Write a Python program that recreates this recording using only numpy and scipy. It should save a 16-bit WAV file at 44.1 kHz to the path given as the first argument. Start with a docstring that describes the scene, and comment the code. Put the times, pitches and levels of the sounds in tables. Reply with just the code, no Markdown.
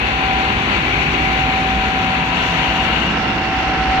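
"""The suction fan of a road sweeper roars close by as the truck creeps over wet concrete. Its blades give
a whine that swells and fades, and the air it draws hisses in resonances of the intake. Two diesel engines
throb and clatter at their firing rates, over low booms and thin whistles. Brushes scrub the road by
friction, and faint high ticks are heard. The truck drifts from the right to the centre; near the end the
treble swings from the left ear to the right."""
import sys
import numpy as np
from scipy import signal
from scipy.fft import rfft, irfft, next_fast_len
from scipy.io import wavfile
from scipy.ndimage import uniform_filter1d, map_coordinates

SR = 44100
rng = np.random.default_rng(int(sys.argv[2]) if len(sys.argv) > 2 else 0)


def generate_wav(sig):
    """Save sig (samples, or channels by samples) to the path in sys.argv[1] as 16-bit PCM at SR."""
    pcm = np.round(np.clip(np.atleast_2d(sig).T, -1, 1) * 32767).astype(np.int16)
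    wavfile.write(sys.argv[1], SR, pcm)


N = 176400

# Swell shared by the brushes and the high ticks. Each row: time in seconds, gain in dB.
BRUSHING = [(0, -4.5), (.45, -3), (1.15, -2.5), (1.6, -3), (2.3, -3), (2.45, 0), (2.95, -1.5), (3.3, -1),
            (4, -2)]


def fan_roar(firing, clatter_depth, rattle_depth, rattle_hz):
    """Turbulence makes broadband noise; amplitude modulation adds diesel clatter and a faster rattle."""
    # Spectrum of the rush. Each row: frequency in Hz, left and right density in dB.
    spectrum = [(250, -85, -86.5), (472, -58.5, -62), (640, -60.5, -57), (754, -54, -52.5),
                (990, -56.5, -57.5), (1176, -56, -65), (1380, -53, -55.5), (1840, -54.5, -67.5),
                (2300, -51, -66.5), (2810, -51, -59.5), (3230, -58.5, -68), (4640, -65.5, -72.5),
                (4510, -86, -76.5), (6200, -96.5, -97), (8650, -94, -105), (14700, -103, -110)]
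    # Swell of the rush. Each row: time in seconds, gain in dB.
    swell = [(0, 0.5), (.3, 0.5), (1.2, 0.65), (1.7, -0.5), (2.2, 1), (2.6, 1), (3.4, 0), (4, 2)]
    air = rush(spectrum, patchy_db=-0.08) * amp(curves(swell) + 0.76 * wobble(12)) + intake()
    rattle = phase_of(rattle_hz * (1 + .005 * wobble(1.9)))
    return air * (1 + clatter_depth * np.cos(firing) + rattle_depth * np.cos(rattle))


def fan_whine(blades=16, shaft_db=-40, flutter_db=-0.17):
    """Periodic pressure pulses sound a tone at the blade-passing frequency and a hum at the shaft rate."""
    # Blade-passing rate. Each row: time in seconds, frequency in Hz.
    pitch = [(0, 764), (1.4, 765), (1.9, 763), (2.3, 760.5), (2.75, 762), (3.2, 760.3), (3.6, 761.7),
             (4, 761.5)]
    # Swell of the blade tone. Each row: time in seconds, left and right level in dB.
    level = [(0, -39, -34), (.27, -22.5, -22.5), (.5, -24, -27.5), (.78, -41, -37), (.95, -28, -28),
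             (1.06, -38, -29.5), (1.25, -31.5, -23), (1.55, -23.5, -21), (2.05, -22.5, -24.5),
             (2.36, -26.5, -33), (2.55, -29, -27), (2.8, -25.5, -24.5), (2.99, -26.8, -36.5),
             (3.15, -39, -27), (3.28, -36, -25), (3.52, -25, -25.5), (3.8, -24, -23), (4, -16.5, -17)]
    blade = phase_of(curves(pitch)[0] + 0.42 * wobble(10))
    ear_phase = np.array([[.36], [-.36]])
    whine = amp(curves(level) + flutter_db * wobble(18)) * np.sin(blade + ear_phase)
    return np.sqrt(2) * (whine + amp(shaft_db) * np.sin(blade / blades))


def intake():
    """Suction excites resonances: a broad hiss and a narrow ring at the intake, a whine in the duct."""
    # Paths of the three resonances. Each row: time in seconds, centre in Hz, left level in dB.
    hiss = [(0, 2446, -23), (.5, 2380, -26.5), (1, 2308, -19), (1.5, 2380, -23.5), (2, 2567, -26.5),
            (2.5, 2800, -24.5), (3.05, 2836, -24), (3.5, 2750, -42), (4, 2556, -28)]
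    ring = [(0, 2650, -29), (.6, 2712, -42), (1.15, 2700, -26), (1.65, 2810, -38), (2.1, 2760, -34),
            (2.6, 2790, -27.5), (3.08, 2830, -23), (3.3, 2740, -25.5), (3.62, 2700, -23.5),
            (3.85, 2710, -45)]
    duct = [(0, 1003, -36), (1, 1030, -31.5), (1.6, 1005, -43), (2, 990, -34), (2.4, 983, -31),
            (2.8, 937, -32.5), (3.3, 910, -33), (4, 921, -45)]
    return (resonance(hiss, width_hz=260, right_db=-13)
            + resonance(ring, width_hz=37, right_db=-13)
            + resonance(duct, width_hz=30, right_db=-3.5))


def resonance(path, width_hz, right_db):
    """A resonance driven by airflow gives a band of noise; its centre shifts as the truck passes."""
    centre_hz, db = curves(path)
    a, b = filtered(rng.standard_normal((2, 2, N)), lambda hz: 1 / (1 + (hz / width_hz) ** 2 / 2))
    carrier = phase_of(centre_hz)
    band = a * np.cos(carrier) + b * np.sin(carrier)
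    return unit(band) * amp(db) * amp([[0], [right_db]])


def diesels(drive_hz, pump_hz, speed_drift=0.0007):
    """Two harmonic series superpose, one per engine. Returns the sound and the pump's firing phase."""
    # Strong partials of each engine. Each row: multiple of the firing rate, peak level in dB,
    # time of the peak in seconds, seconds from the peak to half amplitude.
    drive_orders = [(1, -32.5, 1.4, 5.3), (2.5, -38.5, 1.5, 0.56), (3, -33.5, 2.5, 0.79),
                    (3, -23, 4.3, 0.087), (4.5, -31.5, 1.6, 1.4), (4.5, -38.5, 3.98, 0.21),
                    (7, -37.5, 0.84, 0.97), (14, -34, 0.39, .9)]
    pump_orders = [(1, -34.5, 0.81, 7), (5, -35.5, 0.75, 0.54), (5, -34.5, 3.31, 0.35),
                   (10, -37.5, 2.55, 0.28), (10, -38.5, 3.46, 0.66), (14, -34.5, 2.5, .4),
                   (23, -36, 2.7, 1.5), (26, -39.5, 2.8, 0.52), (30, -37, 2.5, 0.73)]
    drive, pump = (phase_of(hz * (1 + speed_drift * wobble(1.99))) for hz in (drive_hz, pump_hz))
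    return engine(drive, drive_hz, drive_orders) + engine(pump, pump_hz, pump_orders), pump


def engine(firing, firing_hz, orders, swell_db=1.8, drift_rad=0.42, ear_rad_per_khz=0.77):
    """A four-stroke cycle gives partials at half multiples of the firing rate; strong ones peak abreast."""
    # Bed of weak partials. Each row: frequency in Hz, level per partial in dB.
    buzz = [(125, -52), (170, -45), (300, -46.5), (500, -57), (700, -51.5), (1000, -45), (1200, -50.5),
            (1600, -50.5), (2400, -44)]
    step = 7  # low partials need only a seventh of the sample rate
    cycle = firing[::step] / 2
    t = np.arange(N)[::step] / SR
    knots_s = np.linspace(0, t[-1], 12)
    out = np.zeros((2, len(cycle)))
    for harmonic in range(2, 71):
        hz = harmonic * firing_hz / 2
        strong = sum(amp(db) * abreast(t, peak_s, half_s)
                     for order, db, peak_s, half_s in orders if round(2 * order) == harmonic)
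        swell, drift = (np.interp(t, knots_s, knots) for knots in rng.standard_normal((2, 12)))
        weak = amp(along(buzz, hz)[0] + swell_db * swell) * (hz >= buzz[0][0])
        phase = harmonic * cycle + rng.uniform(0, 2 * np.pi) + drift_rad * drift
        apart = ear_rad_per_khz * hz / 1000 * rng.standard_normal()
        out += np.maximum(strong, weak) * np.sin([phase + apart / 2, phase - apart / 2])
    return np.sqrt(2) * signal.resample_poly(out, step, 1, axis=1)[:, :N]


def rumble():
    """Turbulent flow in the exhausts and the suction duct makes an even, low roar."""
    # Spectrum of the rumble. Each row: frequency in Hz, density in dB.
    spectrum = [(20, -66), (32, -62), (45, -50), (75, -55), (100, -48), (125, -51.5), (155, -50),
                (190, -51), (225, -50.5), (300, -54.5), (380, -56), (480, -59.5), (700, -76.5),
                (1200, -115)]
    # Swell of the rumble. 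Each row: time in seconds, gain in dB.
    swell = [(0, -2), (.6, 0.5), (1.1, .5), (2.2, -2.5), (3, 0.5), (4, -2.5)]
    return rush(spectrum, patchy_db=.5) * amp(curves(swell))


def throbbing(x, corner_hz=52):
    """Slow amplitude modulation makes the deepest bass of the engines and the fan shaft throb."""
    # Swell of the bass. Each row: time in seconds, gain below the corner in dB.
    throb = [(0, 0), (.3, 1.5), (.75, -2), (1.4, 4.5), (1.62, -3.5), (1.8, 8.5), (1.95, -3.5), (2.2, -2.5),
             (2.6, -1.5), (2.8, -0.5), (2.95, 4), (3.1, -3.5), (3.4, -3.5), (3.7, 2.5), (3.9, 6.5)]
    deep = filtered(x, lambda hz: np.clip(2 - hz / corner_hz, 0, 1) ** 2)
    return x + deep * (amp(curves(throb)) - 1)


def booms(flutter_db=3.5):
    """Low resonances, likely cavities of the body, waver in pitch and swell as each comes abreast."""
    # Each row: time when nearest in seconds, seconds from then to half amplitude, centre in Hz,
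    # pitch spread in Hz, level when nearest in dB.
    hollows = [(1.053, 0.058, 155.3, 5.04, -30), (1.18, 0.11, 336.6, 17, -29.5),
               (1.721, 0.3, 150, 7, -30.5), (1.85, 0.38, 205, 16, -34), (2.22, 0.15, 175, 10, -32),
               (2.557, .07, 155.5, 10, -32), (2.966, 0.17, 215.6, 6, -27.5), (2.8, 0.35, 310.7, 25, -36.5),
               (3.12, .12, 159.8, 16, -31), (3.7, 0.17, 175, 16, -33.5), (3.703, 0.44, 301.4, 14, -33)]
    t, out = np.arange(N) / SR, np.zeros(N)
    for nearest_s, half_s, centre_hz, spread_hz, db in hollows:
        tone = np.sin(phase_of(centre_hz + spread_hz * wobble(2 * spread_hz)))
        boom = tone * amp(flutter_db * wobble(2 * spread_hz))
        out += amp(db) * unit(boom) * abreast(t, nearest_s, half_s)
    return out


def whistles():
    """Three nearly pure tones of the machinery come and go as different parts of the truck pass."""
    # Swell of each whistle. 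Each row: time in seconds, level in dB.
    low = [(0, -50), (.35, -28.5), (.9, -45), (1.9, -38), (2.55, -33.5), (3.1, -51), (4, -50)]
    high = [(0, -52), (1.8, -55), (2.3, -41), (2.8, -38), (3.2, -31.5), (3.5, -47), (3.8, -33), (4, -37)]
    shrill = [(0, -50), (.7, -43), (1.05, -34), (1.5, -35), (1.9, -54)]
    out = np.zeros(N)
    for hz, level in ((986, low), (1320, high), (2318, shrill)):
        gain = amp(curves(level)[0] + .5 * wobble(13))
        out += gain * np.sin(phase_of(hz + wobble(2.056)))
    return np.sqrt(2) * out


def brushes(tufts_per_s, tuft_db, grain_db):
    """Friction of bristles on wet concrete makes a fine sizzle, modulated by the uneven tufts."""
    # Spectrum of the scrubbing. Each row: frequency in Hz, left and right density in dB.
    spectrum = [(2000, -102, -77), (3500, -61.5, -62.5), (4470, -108, -71), (4930, -99, -77),
                (5570, -82, -70), (6660, -100, -73), (8100, -100, -86.5), (10200, -105, -101),
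                (12200, -108, -102), (13800, -110, -87.5)]
    gain_db = curves(BRUSHING) + tuft_db * wobble(tufts_per_s)
    return rush(spectrum, patchy_db=1) * amp(gain_db + grain_db * wobble(500))


def high_ticks(ticks_per_s, level_db, t60_s=.005):
    """Noise bursts with a fast exponential decay make faint, sparse high ticks, panned at random."""
    # Colour of the ticks. Each row: frequency in Hz, relative gain in dB.
    colour = [(3000, -32), (5600, -1), (8000, -7), (12000, -6), (14500, -5.5)]
    impulses = np.zeros((2, N))
    for when, side, smallness in rng.random(size=(int(ticks_per_s * N / SR), 3)):
        strength = amp(-4 * np.log(smallness + .03))  # many weak ticks, few stronger ones
        impulses[:, int(when * N)] += strength * np.sqrt([side, 1 - side])
    t = np.arange(SR // 100) / SR
    burst = rng.standard_normal((2, len(t))) * amp(-60 * t / t60_s)
    bursts = signal.fftconvolve(impulses, burst, axes=1)[:, :N]
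    ticks = filtered(bursts, lambda hz: amp(along(colour, hz)))
    return unit(ticks) * amp(level_db + curves(BRUSHING))


def rush(spectrum, patchy_db):
    """Noise of a given density per hertz, with random patches of gain; coherent in the bass."""
    # Likeness of the two ears. Each row: frequency in Hz, correlation from 0 to 1.
    coherence = [(100, 0.96), (330, 1), (520, 0.73), (850, 0.7), (1100, 0.58), (1500, 0.15), (2000, 0.28),
                 (3200, 0.015)]
    cells = signal.stft(rng.standard_normal((2, N)), nperseg=1024)[2]
    patches = uniform_filter1d(rng.standard_normal(cells.shape[1:]), size=6, axis=0)
    patches = uniform_filter1d(patches, size=16, axis=1)
    pair = signal.istft(cells * amp(patchy_db * unit(patches)), nperseg=1024)[1][:, :N]
    angle = lambda hz: np.arccos(np.clip(along(coherence, hz)[0], -1, 1)) / 2
    mid, side = filtered(unit(pair), lambda hz: np.array([np.cos(angle(hz)), np.sin(angle(hz))]))
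    ears = np.array([mid + side, mid - side])
    return np.sqrt(SR / 2) * filtered(ears, lambda hz: amp(along(spectrum, hz)))


def abreast(t, nearest_s, half_s):
    """Amplitude falls with distance, so a passing part is loudest when nearest."""
    return 1 / (1 + ((t - nearest_s) / half_s) ** 2)


def amp(db):
    """Decibels as an amplitude ratio."""
    return 10 ** (np.asarray(db) / 20)


def unit(x):
    """Normalisation to rms 1."""
    return x / np.sqrt(np.mean(x ** 2) + 1e-20)


def along(points, hz):
    """Interpolation of each column after the first on a log frequency axis."""
    freqs, *columns = np.transpose(points)
    return np.array([np.interp(np.log(hz + 1), np.log(freqs + 1), c) for c in columns])


def curves(rows):
    """Interpolation of each column after the first in time, one value per sample."""
    times, *columns = np.transpose(rows)
    return np.array([np.interp(np.arange(N) / SR, times, c) for c in columns])


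def wobble(rate):
    """Smooth random modulation: a spline through rate knots a second."""
    return map_coordinates(rng.standard_normal(4096), [np.arange(N) * rate / SR], mode="mirror")


def filtered(x, response):
    """Linear filtering: the spectrum of x times a frequency response."""
    size = next_fast_len(N + SR // 4)
    return irfft(rfft(x, size) * response(np.fft.rfftfreq(size, 1 / SR)), size)[..., :N]


def phase_of(hz):
    """Phase is the running integral of frequency."""
    return 2 * np.pi * np.cumsum(hz) / SR


def scene():
    """The sources superpose; a shrinking interaural delay moves the truck from the right to the centre."""
    # Interaural delay. Each row: time in seconds, lag of the left ear in milliseconds.
    lag = [(0, 0.31), (1.5, 0.21), (2.5, .13), (4, .02)]
    engines, pump_firing = diesels(drive_hz=57.55, pump_hz=66.85)
    machinery = (engines + rumble() + booms()) * amp([[-.7], [.7]])  # a little louder on the right
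    roar = fan_roar(pump_firing, clatter_depth=0.063, rattle_depth=0.022, rattle_hz=84.0)
    scrub = brushes(tufts_per_s=30, tuft_db=1.08, grain_db=1.1)
    truck = roar + throbbing(machinery + fan_whine()) + whistles() + scrub
    left, right = truck + high_ticks(ticks_per_s=70, level_db=-60.5)
    delayed = np.arange(N) - curves(lag)[0] * SR / 1000
    return np.array([map_coordinates(left, [delayed]), right])


def record(dry, swing_s=3.08, swing_length_s=0.15, top_hz=15300):
    """A change of interaural level swings the treble from left to right; a low-pass limits the band."""
    # Colour after the swing. Each row: frequency in Hz, left and right gain in dB.
    colour = [(600, 0, 1), (1100, -1, 0.5), (2000, -2, 2.5), (2300, -4.5, 3), (2800, -3.5, 4.5),
              (3570, -9, 1), (5100, -16, 5.5), (6310, -5, -3), (8000, -8, -3), (11500, -16, 3.5),
              (14500, -13, -10)]
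    swung = np.clip((np.arange(N) / SR - swing_s) / swing_length_s + .5, 0, 1)
    heard = (1 - swung) * dry + swung * filtered(dry, lambda hz: amp(along(colour, hz)))
    return filtered(heard, lambda hz: hz < top_hz)


dry = scene()
out = record(dry)
generate_wav(out)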